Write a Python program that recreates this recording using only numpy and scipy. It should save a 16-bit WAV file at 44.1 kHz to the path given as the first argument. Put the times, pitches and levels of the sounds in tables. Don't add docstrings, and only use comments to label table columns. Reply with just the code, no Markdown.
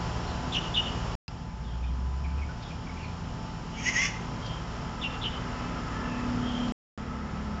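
import sys
import numpy as np
from scipy import signal
from scipy.fft import rfft, irfft
from scipy.io import wavfile
from scipy.ndimage import uniform_filter1d

SR = 44100
rng = np.random.default_rng(int(sys.argv[2]) if len(sys.argv) > 2 else 0)


def dump_mix(stems):
    frames = np.atleast_2d(stems).T
    limited = np.clip(frames, -1, 1)
    pcm = np.round(limited * 32767).astype(np.int16)
    wavfile.write(sys.argv[1], SR, pcm)


N = 335160
TIME = np.arange(N) / SR
FREQS = np.fft.rfftfreq(N, 1 / SR)


def gain_of(db):
    return 10 ** (np.asarray(db) / 20)


def unit_rms(x):
    return x / np.sqrt(np.mean(x ** 2) + 1e-20)


def follow(rows):
    times, *columns = np.transpose(rows)
    return [np.interp(TIME, times, column) for column in columns]


def held(start, end, rise_s, fall_s):
    return -10 * (np.maximum(start - TIME, 0) / rise_s + np.maximum(TIME - end, 0) / fall_s)


def add(mix, start, sound):
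    part = mix[round(start * SR):][:len(sound)]
    part += sound[:len(part)]


def noise(spectrum):
    hz, db = np.transpose(spectrum)
    f = FREQS + 1e-3
    colour = gain_of(np.interp(np.log(f), np.log(hz), db)) * np.minimum(f / hz[0], 1) ** 2
    return unit_rms(irfft(rfft(rng.standard_normal(N)) * colour, N))


def wander(rate_hz):
    lowpass = np.exp(-(FREQS / rate_hz) ** 2) * (FREQS > 0)
    return unit_rms(irfft(rfft(rng.standard_normal(N)) * lowpass, N))


def phase(hz):
    return 2 * np.pi * (np.cumsum(hz) / SR + rng.random())


# f/Hz, level/dB
TOWN_SPECTRUM = [(200, 0), (380, 2), (500, -1), (780, 0), (1250, -1.5), (1600, -5.5), (2200, -12),
                 (3100, -8.5), (3600, -15.5), (4200, -16.5), (5200, -14), (6100, -19), (7300, -20),
                 (8000, -40.5)]
# t/s, level/dB
TOWN_LEVEL = [(0, -39), (1.15, -38.5), (1.28, -48.5), (1.85, -49.5), (2.6, -46), (4.4, -43), (6.7, -41),
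              (7.0, -47)]

def town():
    roar_db, = follow(TOWN_LEVEL)
    return noise(TOWN_SPECTRUM) * gain_of(roar_db + .5 * wander(6.8))


def town_swing_db():
    roar_db, = follow(TOWN_LEVEL)
    return roar_db - roar_db.mean()


# f/Hz, level/dB
STREET_SPECTRUM = [(28, -8.5), (45, -5.5), (90, 0.5), (125, 2.5), (150, 3.5), (185, -1.5), (230, -3.5),
                   (300, -25), (600, -56)]

def streets():
    return noise(STREET_SPECTRUM) * gain_of(-41.5 + .22 * town_swing_db() + .44 * wander(15))


# f/Hz, level/dB
TYRE_SPECTRUM = [(250, -3), (450, 0), (700, -8), (950, -6.5), (1150, -2), (1300, 6.5), (1480, -8.5),
                 (1750, -5), (1880, -9.5), (2000, -5.5), (2300, -13), (3500, -20), (6000, -45.5)]

def tyres():
    nearest_s, half_pass_s = 5.93, .84
    relative_distance = np.hypot(1, (TIME - nearest_s) / half_pass_s)
    passing_db = -41 - 27.5 * np.log10(relative_distance)
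    floor_db = np.where(TIME < RECORDER_GAPS[1][0], -59, -45.5)
    return noise(TYRE_SPECTRUM) * gain_of(np.maximum(passing_db, floor_db) + .9 * wander(14))


# f/Hz, level/dB
FAN_TONES = [(30, -56), (39.5, -48.5), (57, -47), (73, -53.5), (113.5, -47), (170.5, -47), (700, -62),
             (757, -61.5), (818, -61.5), (877, -53), (1000, -55)]
# f/Hz, level/dB
SIZZLE_SPECTRUM = [(4300, -23.5), (5000, -7.5), (5450, 2), (5750, -8), (6100, -20.5), (6800, -16.5),
                   (7000, 0), (7150, -8), (7800, -28.5)]

def fan():
    hum = np.zeros(N)
    for hz, db in FAN_TONES:
        level = np.sqrt(2) * gain_of(db + 1.8 * wander(4.2))
        drift_hz = (.38 + .00055 * hz) * wander(6.9)
        hum += level * np.sin(phase(hz + drift_hz))
    sizzle = gain_of(-67) * noise(SIZZLE_SPECTRUM)
    return gain_of(.48 + .65 * town_swing_db()) * (hum + sizzle)


# t/s, cycle rate/Hz, boom level/dB, exhaust throb level/dB
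ENGINE_COURSE = [(0, 36.1, -48, -45), (.9, 36.1, -50, -43), (1.4, 36.2, -57, -49), (2.9, 36.4, -53, -49),
                 (3.4, 36.5, -47, -46), (4.7, 36.6, -46.5, -44), (5.5, 34.9, -46.5, -49),
                 (6.65, 34.8, -32.5, -48), (7.0, 35, -41.5, -44), (7.6, 35, -38.5, -39)]
# t/s, f/Hz
SILENCER_RESONANCE = [(0, 250), (3.3, 239.5), (4.2, 237.5), (5.4, 252), (6.7, 238), (7.1, 226.4),
                      (7.6, 208)]

def approaching_engine():
    cycle_hz, boom_db, throb_db = follow(ENGINE_COURSE)
    centre_hz, = follow(SILENCER_RESONANCE)
    width_hz, leak_db, pulse_period_s = 26, -26.5, .49
    depth_db = 5 * np.clip((5.2 - TIME) / .65, 0, 1)
    pulse_db = depth_db * np.cos(2 * np.pi * (TIME - 3.85) / pulse_period_s)
    turn = phase(cycle_hz * (1 + .0021 * wander(5.8)))
    boom = np.zeros(N)
    for order in range(4, 22):
        resonance = 1 / (1 + ((order * cycle_hz - centre_hz) / width_hz) ** 2)
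        level = np.maximum(resonance, gain_of(leak_db)) * gain_of(2 * wander(4.2))
        boom += level * np.sin(order * turn + rng.uniform(0, 2 * np.pi))
    throb = gain_of(throb_db) * np.sin(2 * turn)
    return np.sqrt(2) * (gain_of(boom_db + pulse_db) * boom + throb)


# start/s, end/s, level/dB, 10 dB rise/s
THROTTLE_SURGES = [(1.821, 2.168, -30.5, 0.2), (2.346, 2.417, -29.5, 0.37), (2.98, 3.249, -41, 0.5)]

def departing_engine():
    firing_hz, climb_hz_per_s = 61, 17.5
    turn = phase(firing_hz + climb_hz_per_s * (TIME - THROTTLE_SURGES[0][0]))
    surges_db = [db + held(start, end, rise_s, fall_s=.075) for start, end, db, rise_s in THROTTLE_SURGES]
    exhaust = np.sin(turn) + gain_of(-32.5) * np.sin(2 * turn)
    return np.sqrt(2) * gain_of(np.max(surges_db, axis=0)) * exhaust


# t/s, level/dB, 60 dB decay/s
LEAF_RUSTLES = [(2.59, -60, 0.54), (2.633, -51.5, .04), (2.69, -58, 0.49), (4.464, -44.5, .13),
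                (6.687, -47, 0.027)]
# f/Hz, level/dB
LEAF_SPECTRUM = [(1500, -9.5), (3500, -2), (4850, 0), (5600, -4), (8000, -26.5)]

def leaves():
    puffs = sum(gain_of(db + held(t, t, rise_s=.012, fall_s=t60 / 6)) for t, db, t60 in LEAF_RUSTLES)
    return puffs * noise(LEAF_SPECTRUM)


def scatter(call, t60):
    t, echoes_per_s = TIME[:SR], 3000
    taps = rng.choice([-1., 1.], SR) * (rng.random(SR) < echoes_per_s / SR)
    low = signal.sosfiltfilt(signal.butter(6, 3350, fs=SR, output="sos"), taps)
    tail = low * gain_of(-60 * t / t60) + (taps - low) * gain_of(-60 * t / (.77 * t60))
    return signal.fftconvolve(call, tail / np.linalg.norm(tail))[:N]


# delay/s, relative level/dB
WALL_ECHOES = [(.006, -4), (0.012, -23.5), (0.022, -1.5), (.053, -38.5), (.088, -13), (0.116, -11.5)]

def with_walls(call):
    out = call.copy()
    for delay, db in WALL_ECHOES:
        add(out, delay * rng.uniform(1, 1.02), gain_of(db) * call)
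    return out


def whistle(hz, db, rough, octave_db):
    jitter = unit_rms(uniform_filter1d(rng.standard_normal(len(hz)), size=40))
    turn = phase(hz * (1 + rough * jitter))
    return np.sqrt(2) * gain_of(db) * (np.sin(turn) + gain_of(octave_db) * np.sin(2 * turn))


# t/s, length/s, start f/Hz, end f/Hz, level/dB
FAR_PEEPS = [(1.492, 0.028, 2387, 2200, -59.5), (1.822, 0.032, 2570, 2320, -51),
             (2.232, 0.042, 2520, 2230, -48.5), (2.378, 0.026, 2480, 2530, -48),
             (2.41, 0.037, 2280, 2115, -49), (2.487, 0.017, 1440, 1510, -44),
             (2.702, .02, 2500, 2400, -48.5), (2.866, 0.016, 2510, 2254, -48),
             (2.892, 0.012, 2430, 2080, -46.5), (2.968, .014, 2530, 2200, -46),
             (2.982, 0.049, 3070, 2410, -49.5), (3.028, 0.027, 2510, 2220, -45)]
# t/s, length/s, start f/Hz, end f/Hz, level/dB
TREE_CALLS = [(.24, 0.085, 4350, 3650, -49.5), (1.62, 0.12, 3700, 2900, -57.5),
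              (1.82, 0.06, 3720, 2900, -56), (2.58, 0.15, 4090, 2700, -55), (3.01, 0.046, 4370, 4050, -57),
              (3.71, 0.1, 2910, 3220, -48), (4.38, .17, 3230, 3155, -47.5), (5.5, .2, 2700, 2595, -54.5),
              (5.78, 0.47, 1740, 1733, -49.5), (6.0, 0.2, 2670, 2570, -48.5), (6.38, 0.29, 3230, 3160, -44)]

def far_birds(notes, rough):
    out = np.zeros(N)
    for start, length, start_hz, end_hz, db in notes:
        hz = np.linspace(start_hz, end_hz, round(length * SR))
        add(out, start, whistle(hz, db, rough, octave_db=-28.5) * signal.windows.tukey(len(hz), .6))
    return out


# t/s, length/s, start f/Hz, level/dB
SQUAWK_SYLLABLES = [(3.78, 0.023, 2264, -46), (3.867, 0.025, 1930, -27.5), (3.963, 0.1, 1890, -28)]
# f/Hz, level/dB
THROAT_SPECTRUM = [(800, -42.5), (1130, -23), (1350, -15.5), (1750, -2.5), (2120, 2), (2450, -2),
                   (2900, 0.5), (3350, -12.5), (3900, -22), (4600, -15), (5500, -5.5), (6500, -5),
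                   (7400, -21), (8200, -38)]

def squawking_bird():
    out = np.zeros(N)
    throat = noise(THROAT_SPECTRUM) * gain_of(.69 * wander(180))
    waver = 1 + .01 * wander(400)
    scoop_hz, scoop_s, clear_s, squeak_hz = 270, .036, .04, 6530
    breakup_db_per_s, growth_db_per_s = 120.5, 15
    for start, length, start_hz, db in SQUAWK_SYLLABLES:
        end = start + length
        age = np.maximum(TIME - start, 0)
        breakup_s = np.maximum(age - clear_s, 0)
        hz = start_hz + scoop_hz * (1 - np.exp(-age / scoop_s))

        rasp_db = db - 3.5 + held(start + .005, end, rise_s=.033, fall_s=.022)
        rasp_db += growth_db_per_s * np.minimum(age, length)
        turn = phase(hz * .535 * waver)
        odd_harmonics = sum(np.sin(k * turn) for k in (1, 3, 5))
        second_voice = gain_of(rasp_db - 11) * np.minimum(age / clear_s, 1) * odd_harmonics

        squeak_db = db - 13 + held(start, start + .009, rise_s=.033, fall_s=.007)
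        squeak = whistle(np.full(N, squeak_hz), squeak_db, rough=.011, octave_db=-62)

        tone_db = db + held(start, end, rise_s=.0082, fall_s=.007) - breakup_db_per_s * breakup_s
        rough = .0067 + .3 * np.minimum(breakup_s, length)
        tone = whistle(hz, tone_db, rough, octave_db=-32)
        out += squeak + tone + gain_of(rasp_db) * throat + second_voice
    return out


# t/s, length/s, low note f/Hz, level/dB, roughness, octave level/dB
NEAR_CHIRPS = [(0.516, 0.056, 2943, -29, 0.14, -20.5), (0.737, 0.051, 2894, -25.5, 0.09, -32),
               (5.01, 0.048, 2763, -32.5, 0.11, -27.5), (5.208, 0.06, 2972, -32.5, 0.12, -36)]

def chirping_bird():
    out = np.zeros(N)
    top_hz = 3570
    hook_end, drop_at, drop_width = .16, .45, .05
    for start, length, low_hz, db, rough, octave_db in NEAR_CHIRPS:
        progress = np.linspace(0, 1, round(length * SR))
        hook = np.maximum(1 - progress / hook_end, 0)
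        top = .5 - .5 * np.tanh((progress - drop_at) / (2 * drop_width))
        breaking = 1 - (2 * top - 1) ** 2
        hz = low_hz + (top - .5 * hook) * (top_hz - low_hz)
        shape_db = -17.5 * hook - 5.5 * top - 4 * breaking
        chirp = whistle(hz, db + shape_db, rough * (.38 + .52 * breaking), octave_db)
        add(out, start, chirp * signal.windows.tukey(len(hz), .15))
    return out


def scene():
    chirps, squawk = chirping_bird(), squawking_bird()
    peeps = far_birds(FAR_PEEPS, rough=.05)
    birds = scatter(far_birds(TREE_CALLS, rough=.048), t60=.55)
    birds += gain_of(-1) * with_walls(chirps) + gain_of(-5) * scatter(chirps, t60=.68)
    birds += squawk + gain_of(-8.5) * scatter(squawk, t60=.62)
    birds += gain_of(-.5) * peeps + gain_of(-3) * scatter(peeps, t60=.32)
    background = leaves() + town() + tyres() + streets() + fan()
    return (birds + background + approaching_engine() + departing_engine())[None]


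# f/Hz, width/Hz, gain/dB
MIC_RESONANCES = [(4080, 1200, 0), (4920, 280, 1), (5480, 410, 3), (6990, 44, 5)]
# start/s, end/s
RECORDER_GAPS = [(1.1532, 1.2808), (6.722, 6.9765)]
# f/Hz, level/dB, 60 dB decay/s
TICK_MODES = [(2710, -37, 0.031), (4240, -38.5, 0.022), (4942, -34.5, 0.029)]

def record(dry):
    colour_db = sum(db / (1 + (2 * (FREQS - hz) / width) ** 2) for hz, width, db in MIC_RESONANCES)
    out = irfft(rfft(dry[0]) * gain_of(colour_db), N)
    for start, end in RECORDER_GAPS:
        out *= (TIME < start) | (TIME > end)
    t = TIME[:SR // 10]
    ring = sum(gain_of(db - 60 * t / t60) * np.sin(2 * np.pi * hz * t) for hz, db, t60 in TICK_MODES)
    click = gain_of(-39.5 - 60 * t / .0089) * rng.standard_normal(len(t))
    add(out, RECORDER_GAPS[0][1], ring + click)
    lowpass = signal.firwin(301, cutoff=8150, window=("kaiser", 9), fs=SR)
    return signal.oaconvolve(out, lowpass, "same")[None]


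dry = scene()
out = record(dry)
dump_mix(out)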